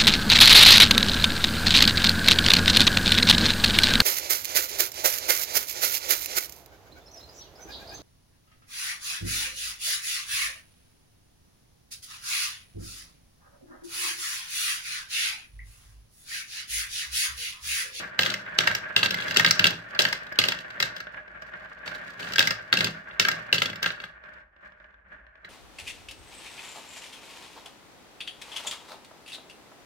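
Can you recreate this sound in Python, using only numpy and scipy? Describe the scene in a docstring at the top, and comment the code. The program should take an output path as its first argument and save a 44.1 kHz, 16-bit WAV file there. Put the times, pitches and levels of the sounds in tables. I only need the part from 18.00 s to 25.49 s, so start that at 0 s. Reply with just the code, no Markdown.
"""A table top in a small bare room, two microphones close by. Small hard balls circle a plastic funnel,
drop down tubes and knock along zigzag ramps. Each knock rings the plastic track and thumps the table;
tumbling and rolling balls rattle the same modes. In the funnel, balls whirr over mould marks and skip
on seams, ringing the dish. Near walls add a short, dull tail over the room's low rumble."""
import sys
import numpy as np
from scipy import signal
from scipy.fft import rfft, irfft, next_fast_len
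from scipy.io import wavfile
from scipy.ndimage import uniform_filter1d

SR = 44100
rng = np.random.default_rng(int(sys.argv[2]) if len(sys.argv) > 2 else 0)


def materialize(psi):
    """Save the field psi as 16-bit PCM at rate SR to the path in sys.argv[1].

    A 1-D psi becomes a single channel; in a 2-D psi each row is a channel.
    """
    bounded = np.clip(np.atleast_2d(psi).T, -1, 1)
    quanta = np.round(bounded * 32767).astype(np.int16)
    wavfile.write(sys.argv[1], SR, quanta)


N = 330309


def undb(db):
    """Decibels to gain."""
    return 10 ** (np.asarray(db) / 20)


def ring(x, hz, db, t60_s):
    """One decaying mode that radiates nothing far below its pitch."""
    r, w = np.exp(-np.log(1000) / (t60_s * SR)), 2 * np.pi * hz / SR
    return signal.lfilter(undb(db) / 2 * np.array([1, 0, -1]), [1, -2 * r * np.cos(w), r * r], x)


def stereo(three, hz, split_hz=380):
    """Left and right from one common and two private signals: bass shared, treble not."""
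    common = 1 / (1 + (hz / split_hz) ** 6)
    return np.sqrt(common) * three[0] + np.sqrt(1 - common) * three[1:]


def grit(per_s, spread_db):
    """Tiny random impacts, many small, few large; three signals with the same timing, rms 1."""
    sizes = (rng.random(N) < per_s / SR) * undb(spread_db * rng.exponential(size=N))
    x = sizes * rng.standard_normal((3, N))
    return x / np.sqrt(np.mean(x ** 2))


def flutter(rate_hz):
    """Random levels joined by straight ramps."""
    step = int(SR / rate_hz)
    return 2 * uniform_filter1d(np.repeat(rng.standard_normal(N // step + 1), step), step)[:N]


# Tumbles. Each row: start in seconds, length in seconds, rattle in dB, table shake in dB.
TUMBLES = [(-0.05, 0.035, -30, -38.5), (0.182, 0.12, -32.5, -36.5), (0.579, .13, -31.5, -37),
           (0.956, 0.17, -38, -36.5), (1.166, 0.4, -36, -42), (1.365, 0.12, -42, -36),
           (1.589, 0.12, -36.5, -32), (1.988, 0.059, -26, -38), (2.397, 0.097, -35, -39),
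           (2.794, 0.028, -38.5, -46), (3.855, 0.069, -41, -47), (4.06, .14, -51.5, -53),
           (4.19, 0.13, -40, -43.5), (4.386, 0.093, -31, -40), (4.719, .14, -36, -32.5),
           (5.189, 0.14, -39, -41), (5.512, 0.18, -47, -37), (5.818, 0.032, -35.5, -48)]


def tumbling(t, attack_s=0.0062):
    """Rattle and shake power of balls tumbling down tubes and ramps: quick rise, hold, fade."""
    start_s, length_s, rattle_db, shake_db = np.transpose(TUMBLES)[:, :, None]
    rise = np.clip((t - start_s) / attack_s, 0, 1)
    after_s = np.maximum(t - start_s - length_s, 0)
    rattle = rise * undb(rattle_db - 194.5 * after_s)
    shake = rise * undb(shake_db - 166 * after_s)
    return np.sum(rattle ** 2, axis=0), np.sum(shake ** 2, axis=0)


# Rolling in the funnel, swelling as balls come round. Each row: time in seconds, level in dB.
ROLLING = [(0, -41), (.15, -44), (.55, -40.5), (.82, -41.5), (1.2, -38.5), (1.8, -44), (1.95, -40.5),
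           (2.3, -43.5), (2.7, -43.5), (2.8, -40.5), (3.0, -44.5), (3.08, -50.5), (3.15, -43), (3.25, -50),
           (3.55, -45), (3.68, -46.5), (3.75, -46), (3.85, -45), (3.95, -40.5), (4.3, -44.5), (4.7, -43),
           (5.15, -45.5), (5.47, -41), (5.52, -44), (5.8, -46.5), (6.07, -49.5), (6.18, -54.5),
           (6.37, -47.5), (6.5, -69), (6.66, -48), (6.76, -60), (6.86, -55.5), (7.04, -65.5), (7.13, -47.5),
           (7.2, -56.5), (7.27, -60), (7.34, -62), (7.49, -50)]


def ball_motion():
    """Rattle, whirr and table shake in dB: livelier rolling raises all three, tumbles add to them."""
    t = np.arange(0, N / SR + .01, .002)
    roll_db = np.interp(t, *np.transpose(ROLLING))
    tumble_rattle, tumble_shake = tumbling(t)
    rattle = tumble_rattle + undb(-57 + 1.6 * (roll_db + 43)) ** 2
    whirr = tumble_rattle * undb(0.5) ** 2 + undb(roll_db) ** 2
    shake = tumble_shake + undb(-54.5 + 1.3 * (roll_db + 43)) ** 2
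    return [np.interp(np.arange(N) / SR, t, 10 * np.log10(power)) for power in (rattle, whirr, shake)]


# Modes of the funnel dish. Each row: frequency in Hz, gain in dB, T60 in seconds.
FUNNEL_MODES = [(190, -17, 0.054), (354, -14.5, 0.012), (623.2, -9, 0.082), (806, 1, 0.0049),
                (1173, -3.5, 0.022), (1430, -8, 0.037), (1481, -0.5, 0.023), (1574, -3, 0.072),
                (1666, -5, .1), (1801, -10, 0.08), (2100, -20, 0.021), (2470, -10, 0.012), (2900, -8, .008),
                (3380, -12, .007), (4130, -26, 0.008), (5000, -26, .015)]


def funnel(whirr_db, smooth_limit_db=-37):
    """Balls whirr over mould marks and skip on seams; both drive the modes of the dish."""
    whirr_db = np.minimum(whirr_db, smooth_limit_db)
    marks = signal.lfilter(*signal.butter(4, 3800, fs=SR), grit(per_s=5000, spread_db=0.73))
    marks *= undb(1.7 * flutter(70) + whirr_db - 24.5)
    brightness = undb(0.79 * (whirr_db + 40))  # a livelier ball scrapes brighter
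    skips = seam_skips()
    soft = signal.lfilter(*signal.butter(4, 2400, fs=SR), marks + skips)
    sharp = marks * brightness + skips * undb(4)
    return sum(ring(stereo(sharp if hz > 2300 else soft, hz), hz, db, t60_s)
               for hz, db, t60_s in FUNNEL_MODES)


# Spectrum of the still room. Each row: frequency in Hz, relative density in dB.
RUMBLE_SPECTRUM = [(20, -25.5), (40, -3.5), (58, 6.5), (80, -10), (200, -27), (600, -20), (1600, -18.5),
                   (4000, -50.5), (16000, -70.5)]


def room_rumble(rms_db=-64.5):
    """Steady low noise of the still room."""
    hz = np.maximum(np.fft.rfftfreq(N, 1 / SR), 1)
    point_hz, point_db = np.transpose(RUMBLE_SPECTRUM)
    gain = undb(np.interp(np.log(hz), np.log(point_hz), point_db))
    x = irfft(stereo(rfft(rng.standard_normal((3, N))), hz) * gain, N)
    return x * undb(rms_db) / np.sqrt(np.mean(x ** 2))


def bands(hz):
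    """Whether a mode counts as low thump, hollow tube ring or hard contact."""
    return hz < 700, 700 <= hz < 2350, hz > 4800


# Modes of table, tubes and ramps. Each row: frequency in Hz, gain in dB, uncapped T60 in seconds.
TRACK_MODES = [(114.8, -14, 0.12), (164.2, -16, .15), (194.4, -18, 0.13), (257, -17, 0.05),
               (386, -2, 0.014), (531, -6, 0.04), (910, -2.5, 0.0076), (1241.5, -11.5, 0.053),
               (1358, -2.5, 0.02), (1616, 3.5, 0.026), (1630, -8.5, 0.02), (1844, -3.5, 0.039),
               (2055, 3.5, 0.016), (2254, -0.5, 0.015), (2580, -7.5, 0.084), (2736, 5.5, 0.01),
               (2977, 4, 0.0077), (3340, 5.5, 0.0073), (3723, -1, 0.011), (3987, -0.5, 0.017),
               (4442, 1.5, 0.019), (4990, -11, 0.012), (5510, -7.5, 0.0041), (6100, -25, 0.019),
               (7000, -20.5, 0.015), (7500, -26, 0.0033), (10200, -37.5, 0.0036), (12040, -19, 0.0018),
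               (13600, -21.5, .003), (14300, -21, .005)]


def track(rattle_db, shake_db, table_below_hz=330, ramp_cycles=50):
    """Rattle and knocks ring one set of modes in the table and the plastic track."""
    loose = loose_joints()
    on_table = np.sqrt(undb(shake_db - 19.5) ** 2 + loose * undb(-56.5))
    on_track = np.sqrt(undb(rattle_db - 36) ** 2 + loose * undb(-50.5))
    rattle = grit(per_s=4000, spread_db=0.71)
    on_track *= undb(2.5 * flutter(120))  # the rattle comes in quick bunches
    out = 0
    for (hz, db, t60_s), blows in zip(TRACK_MODES, knocks()):
        low, tube, hard = bands(hz)
        soft_db = -5 if tube or hard else 0  # small bounces favour the middle modes
        rattle_gain = on_table if hz < table_below_hz else on_track * undb(soft_db)
        if not (low or tube):
            t60_s = min(t60_s, ramp_cycles / hz)  # thin ramps soak up the ring
        out += ring(stereo(rattle, hz) * rattle_gain + blows, hz, db, t60_s)
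    return out


# Knocks on the track. Each row: start in seconds, blow in dB, hollow tube ring in dB, hard contact in dB.
KNOCKS = [(0.0398, -45, 8, -5), (0.1904, -7.5, -6.5, -2), (0.208, -30, -4, 21), (0.2202, -20.5, -9, 10),
          (0.2319, -16, -11, 5), (0.26, -17, -1.5, 4), (0.3, -23.5, -13, 5.5), (0.3391, -22, -3, 9.5),
          (0.462, -44, 13, -14), (0.5863, -7.5, -9.5, 3), (0.605, -26.5, 7.5, 10.5),
          (0.635, -32.5, 7, 10.5), (0.6727, -17.5, 6.5, 9), (0.7118, -28, 6.5, 7), (0.7494, -21.5, 2, 13.5),
          (0.963, -7, -7.5, 1.5), (1.0293, -9, -8.5, -13.5), (1.0494, -27, 1.5, 1), (1.0591, -16.5, -3, 4),
          (1.107, -14, -12, 3.5), (1.1424, -23, -1.5, 10), (1.1856, -29, 0, 2), (1.2014, -27.5, -3, -10),
          (1.2211, -29, -8, -8.5), (1.2812, -31.5, 2, 10), (1.3087, -24.5, 1.5, 13.5),
          (1.321, -28.5, -11, -5), (1.3431, -27, -2, 13), (1.3612, -17, 1, 0.5), (1.3698, -7, -15.5, 8),
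          (1.3958, -15, 4.5, 10.5), (1.4464, -12.5, 4, 8), (1.4616, -10, -16.5, 3),
          (1.473, -23.5, 7.5, -4.5), (1.5088, -14.5, 1, 16.5), (1.5937, -10, -3, 6), (1.6417, -7, -10, 1.5),
          (1.653, -14.5, -0.5, -8), (1.668, -12.5, -12, 9), (1.705, -27, 0, 12), (1.9481, -36, 1, 5),
          (1.9903, -8, -9, -0.5), (2.005, -25, 3.5, 4), (2.0185, -25, -4, 19), (2.0508, -16.5, 3.5, 5),
          (2.0856, -30, -10.5, 14.5), (2.1268, -19.5, 1, 10), (2.267, -41, -1, 2), (2.323, -46.5, -2, 18),
          (2.356, -40, 0, 5), (2.388, -7, -10.5, -3), (2.415, -23, 0, 7), (2.4381, -14, -3, 4),
          (2.4849, -14.5, -8, 8), (2.52, -21.5, 0.5, 9), (2.5873, -33.5, -12, 5), (2.703, -41.5, 5, 6),
          (2.801, -16.5, -3, 8), (2.8253, -16, -1.5, 8), (2.8676, -38, 6, -1), (2.9638, -33, -4, 8),
          (3.0025, -34, 4.5, 9), (3.4202, -50, 7, 15), (3.876, -29, -0.5, 0), (3.9488, -36.5, -3.5, -4),
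          (4.1953, -40.5, 4.5, -5), (4.2272, -32.5, -5, -13.5), (4.2704, -34, 1, -3.5),
          (4.3212, -32, -4, 14), (4.3345, -26.5, -2, 12), (4.358, -23.5, 0, 10), (4.382, -12.5, -1.5, 5),
          (4.392, -5, -14.5, 5.5), (4.4035, -28, 15, 18.5), (4.425, -18, -4.5, 9), (4.472, -21, 3, 14),
          (4.5067, -20, 2, 12), (4.7266, -8, -5, -4.5), (4.7709, -15, -14, 5), (4.7877, -22, -12, 6.5),
          (4.806, -13.5, -5.5, 2.5), (4.8431, -16, -21, 9.5), (4.869, -23, 0, 7), (5.1096, -43, 0, -11),
          (5.1968, -8, -7, 6), (5.2108, -31, 3, 2), (5.2234, -24, -4, 7), (5.2495, -17.5, 5, 6),
          (5.2844, -17.5, 3.5, 9.5), (5.3142, -23.5, -3.5, 9.5), (5.5267, -7.5, -14, -3.5),
          (5.544, -22.5, 2.5, 13), (5.5809, -17, -11, -3), (5.6182, -15, -1.5, -6), (5.657, -22.5, -4, 7),
          (5.699, -30, -5.5, 0), (5.73, -36, 6, 2), (5.757, -36.5, 0, 10), (5.8279, -21, -1.5, 14),
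          (5.8413, -28, 5.5, 8), (5.8596, -14, -5, 1.5), (5.903, -27.5, -2.5, -7), (6.0005, -34.5, 0, -15),
          (6.0377, -30.5, 0, -12), (7.4456, -42, 4, -9)]


def knocks(samples=600):
    """A ball chatters on the wall, longer for a softer blow. Yields the drive of each track mode."""
    start_s, blow_db, hollow_db, bright_db = np.transpose(KNOCKS)
    thump_db = -21 - 0.37 * blow_db  # hard hits are mostly click
    t = np.arange(samples) / SR
    at = np.minimum((start_s * SR).astype(int)[:, None] + np.arange(samples), N - 1)
    chatter_ms = np.clip(1.2 - .04 * blow_db, .4, 5)[:, None]
    short = (1 - np.exp(-t / 0.00044)) * np.exp(-1000 * t / chatter_ms)
    short /= np.sqrt(np.sum(short ** 2, axis=1, keepdims=True))
    long = np.sqrt(short / np.sum(short, axis=1, keepdims=True))  # decays half as fast
    fizz = long * rng.standard_normal((3, len(KNOCKS), samples))
    pan_db = 0.5 * rng.standard_normal((len(KNOCKS), 1))
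    pan = undb(np.array([pan_db, -pan_db]) / 2)
    for hz, _, _ in TRACK_MODES:
        low, tube, hard = bands(hz)
        # each blow lands elsewhere and weights the modes anew
        scatter_db = (1.2 if low else 3.0) * rng.standard_normal(len(KNOCKS))
        colour_db = low * thump_db + tube * hollow_db + hard * bright_db + scatter_db
        # a mode takes the chatter at its own pitch; the crowded treble takes noise
        tone = 0.13 * np.cos(2 * np.pi * (hz * t + rng.standard_normal((3, len(KNOCKS), 1))))
        contact = fizz if hard else (1.2 * long if low else short) * tone
        drive = np.zeros((2, N))
        drive[:, at] = stereo(contact, hz) * pan * undb(blow_db + colour_db - 1)[:, None]
        yield drive


def loose_joints(decay_s=0.0097):
    """Power of the rattle left in the track's loose joints after each knock."""
    start_s, blow_db = np.transpose(KNOCKS)[:2]
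    jolts = np.zeros(N)
    jolts[(start_s * SR).astype(int)] = undb(blow_db - 17.5) ** 2
    return signal.lfilter([1], [1, -np.exp(-1 / (decay_s * SR))], jolts)


# Skips on the funnel's seams. Each row: start in seconds, level in dB.
SEAM_SKIPS = [(3.0683, -24), (3.0909, -36), (3.1155, -41), (3.1433, -28.5), (3.2776, -31), (3.4206, -28.5),
              (3.479, -43), (3.5358, -26), (3.6058, -33.5), (3.6563, -32), (3.686, -40), (3.7747, -41),
              (3.8157, -44), (6.237, -32), (6.257, -39.5), (6.2887, -39.5), (6.3392, -40), (6.3824, -42.5),
              (6.4106, -44.5), (6.563, -43), (6.6079, -50), (6.6583, -36.5), (6.7196, -39.5),
              (6.7994, -40.5), (6.842, -39.5), (6.906, -47), (6.94, -44), (7.1232, -40), (7.1404, -45),
              (7.2654, -39.5), (7.354, -39.5)]


def seam_skips(decay_ms=2.9, samples=900):
    """A ball crossing a seam scuffs the dish with a short burst of noise."""
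    start_s, level_db = np.transpose(SEAM_SKIPS)[:, :, None]
    t = np.arange(samples) / SR
    envelope = np.sqrt(t / t[-1]) * np.exp(-1000 * t / decay_ms) * undb(level_db - 18)
    at = (start_s * SR).astype(int) + np.arange(samples)
    scuffs = np.zeros((3, N))
    scuffs[:, at] = envelope * rng.standard_normal((3, *at.shape))
    return signal.lfilter(*signal.butter(2, 4500, fs=SR), scuffs)


def room_echo(x, level_db=-8, t60_s=0.27, dull_hz=5560, build_s=0.011):
    """Near walls add a dense, dull tail, different at each microphone."""
    t = np.arange(SR // 2) / SR
    tail = rng.standard_normal((3, len(t))) * np.exp(-np.log(1000) * t / t60_s)
    tail *= np.minimum(t / build_s, 1)
    tail = signal.lfilter(*signal.butter(1, dull_hz, fs=SR), tail / np.sqrt(np.sum(tail[0] ** 2)))
    size = next_fast_len(N + len(t))
    response = stereo(rfft(tail, size), np.fft.rfftfreq(size, 1 / SR))
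    return x + undb(level_db) * irfft(rfft(x, size) * response, size)[:, :N]


def scene():
    """Track and funnel in the room, over its rumble."""
    rattle_db, whirr_db, shake_db = ball_motion()
    toy = track(rattle_db, shake_db) + funnel(whirr_db)
    # the toy's sound carries no deep bass
    toy = signal.sosfilt(signal.butter(4, 102, "high", fs=SR, output="sos"), toy)
    return room_echo(toy) + room_rumble()


def record(dry, top_hz=15750):
    """Right microphone a little brighter. The treble is softened near 10 kHz; peaks rounded, top cut."""
    sheen = signal.sosfilt(signal.butter(2, 11000, "high", fs=SR, output="sos"), dry)
    treble = signal.sosfilt(signal.butter(1, [8000, 12000], "band", fs=SR, output="sos"), dry)
    softened = dry + np.array([[-.35], [.35]]) * sheen - .5 * treble
    rounded = np.tanh(0.94 * softened) / 0.83
    return signal.sosfilt(signal.ellip(12, .2, 100, top_hz, fs=SR, output="sos"), rounded)


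dry = scene()
out = record(dry)
materialize(out)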